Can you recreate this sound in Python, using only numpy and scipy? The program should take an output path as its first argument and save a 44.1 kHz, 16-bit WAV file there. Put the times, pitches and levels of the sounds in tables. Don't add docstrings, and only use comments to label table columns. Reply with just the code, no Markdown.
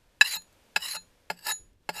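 import sys
import numpy as np
from scipy import signal
from scipy.fft import rfft, irfft, next_fast_len
from scipy.io import wavfile
from scipy.ndimage import map_coordinates

SR = 44100
rng = np.random.default_rng(int(sys.argv[2]) if len(sys.argv) > 2 else 0)


def transcribe(u):
    v = np.clip(np.atleast_2d(u).T, -1, 1)
    q = np.round(v * 32767).astype(np.int16)
    wavfile.write(sys.argv[1], SR, q)


N = 88200
ATTACK_S = 0.0009

# (frequency [Hz], relative level [dB])
GRIT_SPECTRUM = [(100, -36.5), (180, -16.5), (290, -33.5), (800, -28.5), (3400, -27), (6000, -28),
                 (9000, -28), (14000, -28)]


def rasps():
    # (time [s], level [dB])
    strokes = [
        [(.228, -58), (.243, -38), (.253, -39), (.275, -32.5), (.303, -38), (.325, -30.5), (.352, -35.5),
         (.371, -41)],
        [(.795, -56), (.803, -47.5), (.823, -38), (.859, -34.5), (.875, -38.5), (.92, -35), (.945, -39),
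         (.962, -34), (.971, -44)],
        [(1.33, -56.5), (1.36, -69.5), (1.377, -55), (1.385, -68), (1.392, -44), (1.403, -62.5), (1.455, -41.5),
         (1.465, -31.5), (1.505, -28.5), (1.524, -37)],
        [(1.92, -68), (1.94, -44.5), (1.974, -37), (2.0, -37)],
    ]
    # (heel time [s], middle time [s], tip time [s], tilt [dB/octave])
    travel = [(.262, 0.317, 0.36, 1.5), (.86, 0.932, 0.94, 1), (1.25, 1.28, 1.1, 1.5),
              (1.85, 1.88, 1.65, 1)]
    grain_db, grains_per_s, judder_db, judders_per_s = 2.5, 2200, 1.5, 160
    graze_db, graze_range_db = -39, 10
    release_s = 0.0026
    out, t = np.zeros(N), np.arange(N) / SR
    for pressure, (heel, middle, tip, tilt_db) in zip(strokes, travel):
        start, end = pressure[0][0], pressure[-1][0]
        grains = rng.standard_normal(N)
        grains *= amp(grain_db * wobble(grains_per_s) + judder_db * wobble(judders_per_s))
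        hz, times, spectra = signal.stft(unit(grains), SR, nperseg=1024, noverlap=768)
        near = (times > start - .04) & (times < end + .04)
        hz, times = hz[:, None], times[near]
        level_db = np.interp(times, *np.transpose(pressure))
        graze = np.clip((graze_db - level_db) / graze_range_db, 0, 1)
        place = np.interp(times, [heel, middle, tip], np.arange(3))
        colour = edge_response(hz, times, place, graze) * amp(tilt_db * np.log2(hz + 100))
        spectra[:, near] *= colour / np.sqrt(np.mean(colour ** 2, axis=0))
        rasp = signal.istft(spectra, SR, nperseg=1024, noverlap=768)[1][:N]
        contact = np.exp(-(np.maximum(start - t, 0) + since(end)) / release_s)
        out += rasp * contact * amp(curve(pressure))
    return out


def edge_response(hz, times, place, graze):
    # (frequency [Hz], width [Hz], level [dB])
    heel = [(1010, 360, -7.5), (1896, 200, -4), (2880, 120, 2.5), (3933, 150, 1), (4800, 200, -10.5),
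            (5170, 300, -5.5), (7050, 300, -10), (7600, 400, -12.5), (8200, 310, -12), (9600, 350, -17),
            (10890, 350, -7), (12620, 200, -14.5), (13350, 480, -14)]
    middle = [(1113, 440, -21), (1970, 640, -1.5), (2650, 1300, -5), (4075, 130, 11), (4700, 250, -1),
              (5330, 250, -5.5), (6770, 700, -2.5), (10200, 820, -3), (10850, 210, -3.5), (12800, 290, -1),
              (13280, 290, -8.5)]
    tip = [(409, 27, -4), (594.5, 63, -9.5), (868, 148, -1), (1330, 73, -1.5), (1720, 91, 0.5),
           (2040, 170, -8), (2727, 290, -5), (3906, 44, 0.5), (4270, 310, -8), (4990, 150, -7),
           (5410, 125, -6.5), (6880, 140, -7), (7640, 380, -14), (8530, 230, -14.5), (9990, 160, -9.5),
           (10940, 104, -9), (12500, 370, -14.5), (13700, 264, -15)]
    grazing = [(900, 120, -4), (1680, 200, -2.5), (2760, 180, -4), (3900, 150, -11), (4670, 110, 2),
               (5080, 160, -4.5), (7930, 360, -7), (11400, 370, -13.5), (13070, 700, -15)]
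    glide, skirt = 0.011, 1.63
    wander, wanders_per_s = .007, 45

    def resonances(peaks, pitch_ratio):
        power = 0
        for centre, width, db in peaks:
            waver = map_coordinates(rng.standard_normal(256), [times * wanders_per_s], mode="wrap")
            offset_hz = hz - centre * (pitch_ratio + wander * waver)
            power = power + amp(db) ** 2 / (1 + (2 * offset_hz / width) ** 2) ** skirt
        return power
    pressed = sum(np.maximum(1 - abs(place - k), 0) * resonances(peaks, 1 + glide * (k - place))
                  for k, peaks in enumerate([heel, middle, tip]))
    grit = amp(along(GRIT_SPECTRUM, hz)) ** 2
    return np.sqrt(grit + (1 - graze) * pressed + graze * resonances(grazing, 1))


def knocks():
    # (time [s], level [dB], hardness [0-1], chatter length [s])
    landings = [(0.2103, -20, 0.99, 0.0071), (.7606, -18, 0.52, 0.004), (1.3006, -20.5, 0, .002),
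                (1.8900, -20.5, 0, 0.0014)]
    # (frequency [Hz], soft blow [dB], hard blow [dB], T60 [s])
    held_modes = [(176.7, -21, -32, 0.23), (425, -15, -27.5, 0.063), (592, -8, -24.5, 0.054),
                  (745, -6.5, -17, .035), (861, -3, -13.5, 0.04), (1092, -19, -14, .04),
                  (1411, -9.5, -11, 0.041), (1669, -4.5, 7, 0.028), (1713, -28.5, 9, 0.055),
                  (2130, -7, -18, 0.022), (2624, -8, 9.5, .03), (2940, -13, -2, 0.015),
                  (3952, -24.5, 5.5, .048), (4357, -13, -15, 0.044), (4994, -16, -4, 0.073),
                  (5540, -28.5, -14.5, 0.092), (7030, -27.5, -5, 0.038), (7472, -21, -21, 0.061),
                  (10680, -24, -20.5, 0.055), (13400, -24, -21.5, 0.0527)]
    # (frequency [Hz], relative level [dB])
    crack_spectrum = [(150, -13), (300, -16.5), (800, -2), (2700, 0), (3450, -6), (4600, -4.5), (6200, -18),
                      (7700, -7.5), (9300, -17), (11000, -14.5), (14000, -20)]
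    rattle_rad, rattles_per_s = 0.45, 260
    settle_s, mute_db_per_s = 0.014, 550
    knots = np.arange(128) / rattles_per_s
    out = np.zeros(N)
    for onset, db, hardness, chatter in landings:
        t = since(onset)
        ring = np.zeros(N)
        for hz, soft_db, hard_db, t60 in held_modes:
            gain = amp(soft_db + hardness * (hard_db - soft_db)) * rng.choice([-1, 1])
            rattle = rattle_rad * np.interp(t, knots, rng.standard_normal(len(knots)))
            ring += gain * np.cos(2 * np.pi * hz * t + rattle) * fade(t, ATTACK_S, chatter, t60)
        spectrum = [(hz, level + hardness * 4.5 * min(np.log2(hz / 2000), 0))
                    for hz, level in crack_spectrum]
        crack = amp(-11 + hardness * 14) * noise(spectrum) * fade(t, ATTACK_S, hold=0, t60=0.056)
        out += amp(db - hardness * mute_db_per_s * since(onset + settle_s)) * (ring + crack)
    low_cut = signal.butter(2, 120, "high", fs=SR, output="sos")
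    return signal.sosfilt(low_cut, out)


def squeaks():
    # (peak time [s], Gaussian half-width [s], frequency [Hz], glide [Hz/s], level [dB])
    catches = [(.258, 0.0073, 2790, 4, -29), (0.254, 0.0049, 4100, 6001.5, -29),
               (0.273, 0.015, 1936, 2500, -41), (.295, 0.014, 4680, -5000, -38),
               (.315, 0.0072, 10330, 3000, -47), (.334, 0.018, 7260, 11997, -36.5),
               (0.347, 0.0092, 3960, -9000, -29.5), (0.358, 0.0057, 13400, 0, -33.5),
               (.361, .008, 1330, 2, -42), (.845, 0.017, 5280, -3000, -41.5),
               (.846, 0.022, 2895, -1500, -40), (0.857, 0.0048, 3940, 0, -32.5),
               (.892, 0.016, 7500, -30000, -43.5), (0.913, 0.0095, 4555, -3000, -40),
               (.92, 0.015, 10230, 0, -38.5), (.928, 0.025, 4168, -1000, -40),
               (0.952, 0.0093, 9960, -12000, -38), (.958, 0.0094, 1370, 0, -40),
               (1.501, 0.0077, 3870, -3.5, -29.5), (1.513, 0.0034, 1743, -2, -29),
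               (1.516, 0.003, 6880, -4000, -29), (1.521, 0.0033, 9900, 6, -29), (1.986, 0.01, 2670, 3, -41)]
    out = np.zeros(N)
    for peak, half_width, hz, glide, db in catches:
        t = np.arange(N) / SR - peak
        phase = 2 * np.pi * (hz * t + glide * t ** 2 / 2) + wobble(per_s=220)
        out += amp(db) * np.exp(-(t / half_width) ** 2 / 2) * np.sin(phase)
    return out


def blade_ring():
    free_hz = [176, 880, 1700, 2605, 3858, 4155, 6856, 10628]
    # (level after a slide [dB], level after a flick off the tip [dB], T60 [s])
    free_modes = [(-20.5, -26, 0.27), (-5, -7, 0.056), (-9, -9, .08), (-6, -18.5, 0.072),
                  (-0.5, 4.5, 0.054), (1, -5.5, 0.12), (-7, 6.5, 0.19), (-19, -8.5, 0.25)]
    # (time [s], level [dB], flick [0-1])
    lifts = [(0.365, -33.5, 0.06), (.965, -34, 0), (1.5182, -33, 1)]
    out = np.zeros(N)
    for onset, db, flick in lifts:
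        t = since(onset)
        for hz, (slide_db, flick_db, t60) in zip(free_hz, free_modes):
            gain = amp(db + slide_db + flick * (flick_db - slide_db))
            mode = np.sin(2 * np.pi * (hz * t + rng.random()))
            out += gain * mode * fade(t, attack=0.00067, hold=0, t60=t60)
    return out


def ticks():
    # (time [s], level [dB])
    touches = [(0.2061, -45), (.420, -43), (.527, -51), (0.548, -64.5), (0.7577, -42), (1.021, -52.5),
               (1.2973, -50.5), (1.313, -34), (1.731, -63)]
    return sum(amp(db) * noise(GRIT_SPECTRUM) * fade(since(onset), ATTACK_S, hold=0, t60=0.012)
               for onset, db in touches)


def yard_reverb(steel):
    tail = rng.standard_normal(N) * fade(since(0), attack=0.0051, hold=0, t60=0.2)
    return signal.fftconvolve(steel, tail / np.linalg.norm(tail))[:N]


def garden():
    # (frequency [Hz], relative level [dB])
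    air_spectrum = [(120, -36), (200, -6.5), (393, -14), (495, -6), (786, -14), (906, -12), (1200, -17),
                    (1750, -14.5), (1980, -18), (2370, -16), (14000, -28.5)]
    rumble_spectrum = [(20, -1), (50, -0.5), (100, -6.5), (200, -16.5), (400, -16), (1000, -68)]
    # (time [s], level [dB])
    air_level = [(0, -70), (.2, -68.5), (.55, -65), (.75, -64), (1.25, -68), (1.6, -68.5), (1.78, -77.5),
                 (2, -59.5)]
    rumble_level = [(0, -67), (.95, -69.5), (1.02, -61.5), (1.1, -68.5), (1.58, -68.5), (1.61, -55),
                    (1.67, -61), (1.72, -64), (1.93, -69), (1.98, -60)]
    air = noise(air_spectrum) * amp(curve(air_level) + 0.37 * wobble(per_s=4.7))
    return air + noise(rumble_spectrum) * amp(curve(rumble_level))


def amp(db):
    return 10 ** (np.asarray(db) / 20)


def unit(x):
    return x / np.sqrt(np.mean(x ** 2) + 1e-20)


def along(points, hz):
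    point_hz, levels = np.transpose(points)
    return np.interp(np.log(hz + 1), np.log(point_hz + 1), levels)


def curve(points):
    return np.interp(np.arange(N) / SR, *np.transpose(points))


def wobble(per_s):
    return map_coordinates(rng.standard_normal(N), [np.arange(N) * per_s / SR], mode="wrap")


def filtered(x, response):
    size = next_fast_len(N + SR // 2)
    return irfft(rfft(x, size) * response(np.fft.rfftfreq(size, 1 / SR)), size)[:N]


def noise(spectrum):
    return unit(filtered(rng.standard_normal(N), lambda hz: amp(along(spectrum, hz))))


def since(onset):
    return np.maximum(np.arange(N) / SR - onset, 0)


def fade(t, attack, hold, t60):
    return (1 - np.exp(-t / attack)) * np.exp(-np.log(1000) * np.maximum(t - hold, 0) / t60)


def scene():
    steel = knocks() + rasps() + squeaks() + blade_ring() + ticks()
    return (steel + amp(-23) * yard_reverb(steel) + garden())[None]


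def record(dry):
    ceiling, top_hz = .8, 14300
    rounded = dry[0] / (1 + (dry[0] / ceiling) ** 12) ** (1 / 12)
    return filtered(rounded, lambda hz: 1 / np.sqrt(1 + (hz / top_hz) ** 260))[None]


dry = scene()
out = record(dry)
transcribe(out)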